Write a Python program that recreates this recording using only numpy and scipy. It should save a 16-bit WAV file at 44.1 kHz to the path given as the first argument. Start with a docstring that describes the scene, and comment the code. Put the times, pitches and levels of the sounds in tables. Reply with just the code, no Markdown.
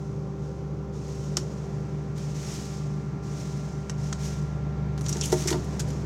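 """A refrigerator's compressor hums through the standing waves of its open cabinet in a kitchen.
A fan drones and pushes rumbling air out of the vents as the listener moves from the door sill
into the freezer box and back. A sleeve rustles by friction with each move, and plastic clicks.
Near the end a hand grips a frozen lump: frost fractures, skin sticks and slips in short squeaks,
and the lump's knocks excite the modes of the shelf."""
import sys
import numpy as np
from scipy import signal
from scipy.fft import rfft, irfft, next_fast_len
from scipy.io import wavfile

SR = 44100
rng = np.random.default_rng(int(sys.argv[2]) if len(sys.argv) > 2 else 0)


def pcm_store(signal):
    """Save signal as 16-bit PCM."""
    levels = np.round(np.clip(np.atleast_2d(signal), -1, 1) * 32767)
    wavfile.write(sys.argv[1], SR, levels.astype(np.int16).T)


N = 267113
TIME = np.arange(N) / SR


def from_db(db):
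    """Amplitude ratio of a level in decibels."""
    return 10 ** (np.asarray(db) / 20)


def in_time(rows):
    """Linear interpolation of each column after the time column, sample by sample."""
    times, *columns = np.transpose(rows)
    return [np.interp(TIME, times, column) for column in columns]


def drift(knots_per_s):
    """Random modulation: straight lines between Gaussian values of spread 1."""
    knots = rng.standard_normal(N // 10)
    return np.interp(TIME * knots_per_s, np.arange(len(knots)), knots)


def coloured(excitation, spectrum):
    """Source and filter: a spectral envelope shapes the excitation; the result has rms 1."""
    hz, level_db = np.transpose(spectrum)
    size = next_fast_len(N)
    log_hz = np.log(np.maximum(np.arange(size // 2 + 1) * SR / size, 1))
    gain = from_db(np.interp(log_hz, np.log(hz), level_db, right=-np.inf))
    shaped = irfft(rfft(excitation, size) * gain, size)[:N]
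    return shaped / np.sqrt(np.mean(shaped ** 2) + 1e-20)


def noise(spectrum):
    """Filtered Gaussian noise of rms 1."""
    return coloured(rng.standard_normal(N), spectrum)


def decay(start_s, t60_s, rise_s):
    """Exponential decay after a quick rise."""
    age = np.maximum(TIME - start_s, 0)
    return (1 - np.exp(-age / rise_s)) * np.exp(-np.minimum(np.log(1000) * age / t60_s, 20))


def gestures(rows, swell_db=7.5, catch_s=0.016):
    """Incoherent sources add in power: the joint gain of gestures that catch, swell and fade."""
    power = np.zeros(N)
    for start_s, swell_s, peak_db, fade_db_per_s in rows:
        age = np.maximum(TIME - start_s, 0)
        level_db = peak_db - swell_db * np.maximum(1 - age / swell_s, 0)
        level_db -= fade_db_per_s * np.maximum(age - swell_s, 0)
        power += (from_db(level_db) * np.minimum(age / catch_s, 1)) ** 2
    return np.sqrt(power)


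# Shaft rotation: time_s, speed_hz
SHAFT_SPEED = [(0, 49.165), (1.2, 49.2), (6.06, 49.222)]
# Harmonics that fill the cabinet: shaft_multiple, sill_level_db
HUM_HARMONICS = [(3, -35.5), (4, -43.5), (6, -61.5), (9, -58), (12, -61.5), (15, -77), (18, -78),
                 (20, -71.5), (21, -68), (22, -70), (26, -76), (27, -73)]
# Standing waves: shaft_multiple (rounded in use), spot_level_db, spot_place, loss_db_per_place
STANDING_WAVES = [(7.986, -45, .1, 2.0), (16.02, -58, .1, -0.3), (23.96, -59.5, 1.08, 9),
                  (28.02, -54, 2.23, 5), (30, -73, 0, 9), (34.2, -71, 1.6, 9), (48, -72.5, 2.1, 7)]

def compressor(place, level_db, waver_db, flutter, inward_db_per_place=1.5):
    """Periodic motion radiates shaft harmonics; standing waves make their levels depend on place."""
    speed_hz, = in_time(SHAFT_SPEED)
    turns = np.cumsum(speed_hz * (1 + flutter * drift(7.97))) / SR
    partials = [(multiple, sill_db + inward_db_per_place * place) for multiple, sill_db in HUM_HARMONICS]
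    for multiple, spot_db, spot, loss_db in STANDING_WAVES:
        partials.append((multiple, spot_db - loss_db * np.abs(place - spot)))
    out = np.zeros(N)
    for multiple, here_db in partials:
        amplitude = np.sqrt(2) * from_db(level_db + here_db + waver_db * drift(2.3))
        out += amplitude * np.sin(2 * np.pi * (round(multiple) * turns + rng.random()))
    return out


# Fan tone: time_s, level_db
FAN_DRONE = [(0, -44), (.8, -40.5), (1.3, -41), (1.8, -42.5), (3.3, -43), (3.85, -41.5), (4.15, -37),
             (4.8, -36), (6.06, -36.5)]
# Air from the vents: time_s, rumble_db, rush_db
AIRFLOW = [(0, -39, -45.5), (1.5, -37, -43.5), (2.2, -36.5, -46.5), (3.2, -35.5, -47.5),
           (4.2, -36.5, -46.5), (4.9, -35, -45), (6.06, -31, -42)]
# Spectra of the cabinet's rumble and of the rush at two places: frequency_hz, density_db
RUMBLE_SPECTRUM = [(20, -45), (42, -39), (50, -25.5), (57, -12), (68, -27.5), (90, -26), (102, -17.5),
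                   (117, 0), (132, -2), (143, 0), (165, -5), (215, -9.5), (243, -19), (275, -13.5),
                   (370, -20.5), (600, -43)]
SILL_RUSH_SPECTRUM = [(200, -15.5), (290, 3), (400, 0), (530, 3), (620, -9.5), (1000, -11), (1400, -15.5),
                      (1600, -21.5), (2700, -28), (4200, -31), (6200, -27.5), (8000, -40.5), (10000, -48),
                      (16000, -51)]
INNER_RUSH_SPECTRUM = [(200, -11.5), (290, -2.5), (370, 1), (500, -2.5), (620, -4), (1000, -8.5),
                       (1400, -14.5), (2200, -17), (2900, -24.5), (4200, -27), (6200, -25.5), (8000, -36.5),
                       (10000, -47), (16000, -49)]

def fan(place, pitch_hz, waver_db):
    """Rotation gives a tone and airflow broadband noise: a rumble, and a rush brighter near the vents."""
    drone_db, = in_time(FAN_DRONE)
    rumble_db, rush_db = in_time(AIRFLOW)
    drone = from_db(drone_db + waver_db * drift(12)) * np.sqrt(2) * np.sin(2 * np.pi * pitch_hz * TIME)
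    inside = np.clip(place, 0, 1)
    rush = np.sqrt(1 - inside) * noise(SILL_RUSH_SPECTRUM) + np.sqrt(inside) * noise(INNER_RUSH_SPECTRUM)
    return drone + from_db(rumble_db) * noise(RUMBLE_SPECTRUM) + from_db(rush_db) * rush


# Sleeve and hand sliding: start_s, swell_s, peak_db, fade_db_per_s
ARM_MOVES = [(-.1, .1, -59.5, 23), (.38, .07, -59.5, 41), (.92, 0.19, -50.5, 13), (1.301, .1, -60, 28),
             (2.145, 0.044, -48.5, 21), (2.34, 0.2, -41, 41), (3.22, 0.18, -46.5, 23.5),
             (3.97, 0.093, -47, 77), (4.18, .07, -41, 70), (5.03, .1, -43, 36), (5.2, 0.22, -38, 67),
             (5.6, 0.14, -51.5, 13), (5.86, 0.025, -48.5, 90)]
# Spectra of the rustle and of the hiss that fast sliding adds: frequency_hz, density_db
RUSTLE_SPECTRUM = [(400, -2.5), (1000, -6.5), (2200, -4.5), (3400, -5), (4600, -3), (5600, 2), (6700, 1),
                   (8000, -7), (10000, -17.5), (13000, -23), (16000, -30)]
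SWISH_SPECTRUM = [(1000, -1.5), (2500, -4.5), (4500, -4), (6500, 4), (9000, -1), (12000, -6.5),
                  (16000, -15)]

def sleeve(level_db, catch_db, swish_db, swish_power):
    """Sliding friction: tiny slips of cloth and skin merge into a hiss that brightens with speed."""
    friction = gestures(ARM_MOVES) * from_db(catch_db * drift(120))
    speed = friction / from_db(max(peak_db for _, _, peak_db, _ in ARM_MOVES))
    rustle = from_db(level_db) * noise(RUSTLE_SPECTRUM)
    swish = from_db(swish_db) * speed ** swish_power * noise(SWISH_SPECTRUM)
    return friction * (rustle + swish)


# Snaps of plastic and frost: start_s, strength_db, t60_s, body_share_db, edge_share_db
SNAPS = [(1.3688, -20.5, 0.028, -6, -3), (1.3713, -29.5, 0.032, 5, 1), (2.178, -45.5, .03, -4, 4),
         (3.896, -32.5, 0.032, 3, -6), (4.127, -31.5, 0.035, 2.5, -11), (4.977, -45, 0.044, 6, 2),
         (5.010, -44, 0.032, 1, 10), (5.062, -35, 0.044, 0.5, -11), (5.084, -34, .03, -6, 0),
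         (5.092, -30.5, 0.039, -16, 6.5), (5.127, -26, .035, -17, -10), (5.169, -36.5, 0.028, -1, -3),
         (5.2112, -24, 0.037, -10, -15), (5.256, -31, .04, -20, 10), (5.32, -33, 0.069, -8, 4),
         (5.325, -31, 0.063, 1, 6.5), (5.4735, -27, 0.1, -7, 2.5), (5.482, -28.5, 0.076, -3, -6),
         (5.504, -32.5, 0.076, 2, 8), (5.526, -37, 0.056, 10, 0), (5.644, -50, .03, -8, 10),
         (5.794, -33.5, 0.073, -5.5, 3), (5.799, -31.5, 0.061, -2, 0), (5.885, -46.5, 0.033, -4, 7),
         (5.904, -41.5, .03, -2, -1)]
# Spectra of a snap's bright ring, duller body and crisp edge: frequency_hz, density_db
RING_SPECTRUM = [(1500, -21), (3000, -14.5), (4600, -7.5), (5600, 5), (7000, 1.5), (8500, -9.5),
                 (11000, -29), (16000, -40)]
BODY_SPECTRUM = [(200, -22), (350, 3.5), (800, -9.5), (1400, -1), (1800, -2.5), (2300, -11), (3000, -5),
                 (4500, -3.5), (8000, -34)]
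EDGE_SPECTRUM = [(5000, -13), (8000, 2), (10000, -1), (12000, -3.5), (16000, -20)]

def clicks(ring_db, body_db, edge_db, chatter_db, rise_s):
    """Modal overlap: chattering contacts excite dense, damped modes that blend into a noise burst."""
    ring_power, body_power, edge_power = np.zeros((3, N))
    for start_s, strength_db, t60_s, body_share_db, edge_share_db in SNAPS:
        snap = from_db(strength_db) * decay(start_s, t60_s, rise_s)
        ring_power += snap ** 2
        body_power += (snap * from_db(body_share_db)) ** 2
        edge_power += (snap * from_db(edge_share_db)) ** 2
    ring = from_db(ring_db) * np.sqrt(ring_power) * noise(RING_SPECTRUM)
    body = from_db(body_db) * np.sqrt(body_power) * noise(BODY_SPECTRUM)
    edge = from_db(edge_db) * np.sqrt(edge_power) * noise(EDGE_SPECTRUM)
    return (ring + body + edge) * from_db(chatter_db * drift(900))


def freezer_box(direct, t60_s, tail_db):
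    """Reverberation: reflections from close plastic walls add a short, dense tail."""
    tail = (rng.standard_normal(N) * decay(0.00098, t60_s, rise_s=0.0013))[:SR // 2]
    return direct + from_db(tail_db) * signal.fftconvolve(direct, tail / np.linalg.norm(tail))[:N]


def mode(force, hz, t60_s):
    """Damped resonator: a unit impulse rings at about unit amplitude and radiates no deep bass."""
    radius, angle = from_db(-60 / (t60_s * SR)), 2 * np.pi * hz / SR
    return signal.lfilter([.5, 0, -.5], [1, -2 * radius * np.cos(angle), radius ** 2], force + 1e-18)


# Blows on the shelf: start_s, strength_db, contact_cutoff_hz, favoured_hz (set by the struck spot)
SHELF_BLOWS = [(1.3756, -34, 1500, 380), (5.156, -30.5, 1190, 450), (5.3249, -16.5, 1000, 450),
               (5.333, -33, 1600, 414), (5.456, -28.5, 600, 360), (5.511, -21, 650, 323),
               (5.526, -26.5, 2220, 940), (5.542, -24, 1400, 693), (5.5529, -30.5, 1200, 332)]
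# Resonances of the shelf: pitch_hz, level_db, t60_s
SHELF_MODES = [(269, -10, 0.32), (309, -1.5, 0.22), (363.3, 3, 0.2), (389, -7.5, 0.12), (449, 0, 0.1),
               (532, -17, 0.07), (627, -7.5, 0.16), (682, -8, 0.1), (785, -7.5, 0.22), (907, -3, 0.14),
               (997, -3.5, 0.056), (1186, -17, 0.16), (1400, -7, 0.072), (1630, -12, 0.062),
               (1966, 0.5, 0.045)]

def knocks(level_db, favour_db, spread_db, dull_hz):
    """Impact excitation: blows ring the shelf's modes; a soft contact leaves the high ones quiet."""
    start_s, strength_db, contact_hz, favoured_hz = np.transpose(SHELF_BLOWS)
    onsets = np.round(start_s * SR).astype(int)
    scatter_db = spread_db * rng.standard_normal((len(SHELF_BLOWS), len(SHELF_MODES)))
    out = np.zeros(N)
    for k, (hz, mode_db, t60_s) in enumerate(SHELF_MODES):
        spot_db = favour_db * np.exp(-(np.log(hz / favoured_hz) / 0.16) ** 2)
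        contact_loss = np.hypot(1, hz / contact_hz)
        force = np.zeros(N)
        force[onsets] = from_db(strength_db + mode_db + spot_db + scatter_db[:, k]) / contact_loss
        out += mode(force, hz, t60_s) * (-1) ** (k // 2)  # mode shapes push or pull the air
    return from_db(level_db) * signal.sosfilt(signal.butter(2, dull_hz, fs=SR, output="sos"), out)


# Fingers pressing into frost: start_s, swell_s, peak_db, fade_db_per_s
FINGER_PRESSES = [(4.975, .2, -53, 25), (5.08, 0.013, -42, 330), (5.215, 0.031, -35, 190),
                  (5.315, 0.011, -42, 88), (5.473, .03, -46.5, 300)]
# Spectrum of the crunch: frequency_hz, density_db
CRUNCH_SPECTRUM = [(1200, -19), (2800, -4), (4500, -5), (6500, 8), (8500, -2), (11000, -9), (16000, -20)]

def frost(grains_per_s, size_spread_db, clump_db):
    """Brittle fracture: pressed crystals break as random impulses, in clumps, a few larger than most."""
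    sizes = from_db(size_spread_db * np.minimum(rng.exponential(1, N), 3)) * rng.choice([-1, 1], N)
    breaks = sizes * (rng.random(N) < grains_per_s / SR)
    return gestures(FINGER_PRESSES) * from_db(clump_db * drift(160)) * coloured(breaks, CRUNCH_SPECTRUM)


# Fingers slipping on frost: start_s, level_db, pitch_hz, t60_s
FINGER_SLIPS = [(5.221, -31, 3150, .05), (5.236, -31, 3000, .06), (5.479, -33, 2260, .13)]

def squeaks(width_hz, rough_db):
    """Stick-slip oscillation: skin catches and releases on frost in a short, rough tone."""
    out = np.zeros(N)
    for start_s, level_db, pitch_hz, t60_s in FINGER_SLIPS:
        cycles = np.cumsum(pitch_hz + width_hz * drift(2000)) / SR
        envelope = from_db(level_db + rough_db * drift(1200)) * decay(start_s, t60_s, rise_s=0.0015)
        out += envelope * np.sqrt(2) * np.sin(2 * np.pi * cycles)
    return out


# Listening position: time_s, place (0 door sill, 1 mouth of the freezer box, 2 inside)
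LISTENER_PATH = [(0, 0.12), (1.2, 0.028), (2.1, 0.63), (3.2, 1.17), (4.1, 1.63), (4.6, 1.8), (5.4, 1.6),
                 (6.06, 0.43)]

def scene():
    """Superposition: the running machine, the handling sounds in the freezer box and the sleeve."""
    place, = in_time(LISTENER_PATH)
    hum = compressor(place, level_db=0.22, waver_db=-0.35, flutter=0.00014)
    air = fan(place, pitch_hz=69.35, waver_db=0.55)
    rustle = sleeve(level_db=-1.0, catch_db=1.0, swish_db=-8.0, swish_power=0.7)
    handling = clicks(ring_db=2.5, body_db=-1.0, edge_db=-9.5, chatter_db=-0.5, rise_s=0.00035)
    handling += knocks(level_db=-7.0, favour_db=6, spread_db=2.7, dull_hz=2380)
    handling += frost(grains_per_s=1800, size_spread_db=2.5, clump_db=4.5)
    handling += squeaks(width_hz=380, rough_db=2.0)
    return (hum + air + rustle + freezer_box(handling, t60_s=0.17, tail_db=-12))[None]


def record(dry):
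    """Band limiting: a steep elliptic low-pass cuts the treble above 16 kHz."""
    return signal.sosfilt(signal.ellip(12, .1, 90, 16000, fs=SR, output="sos"), dry)


dry = scene()
out = record(dry)
pcm_store(out)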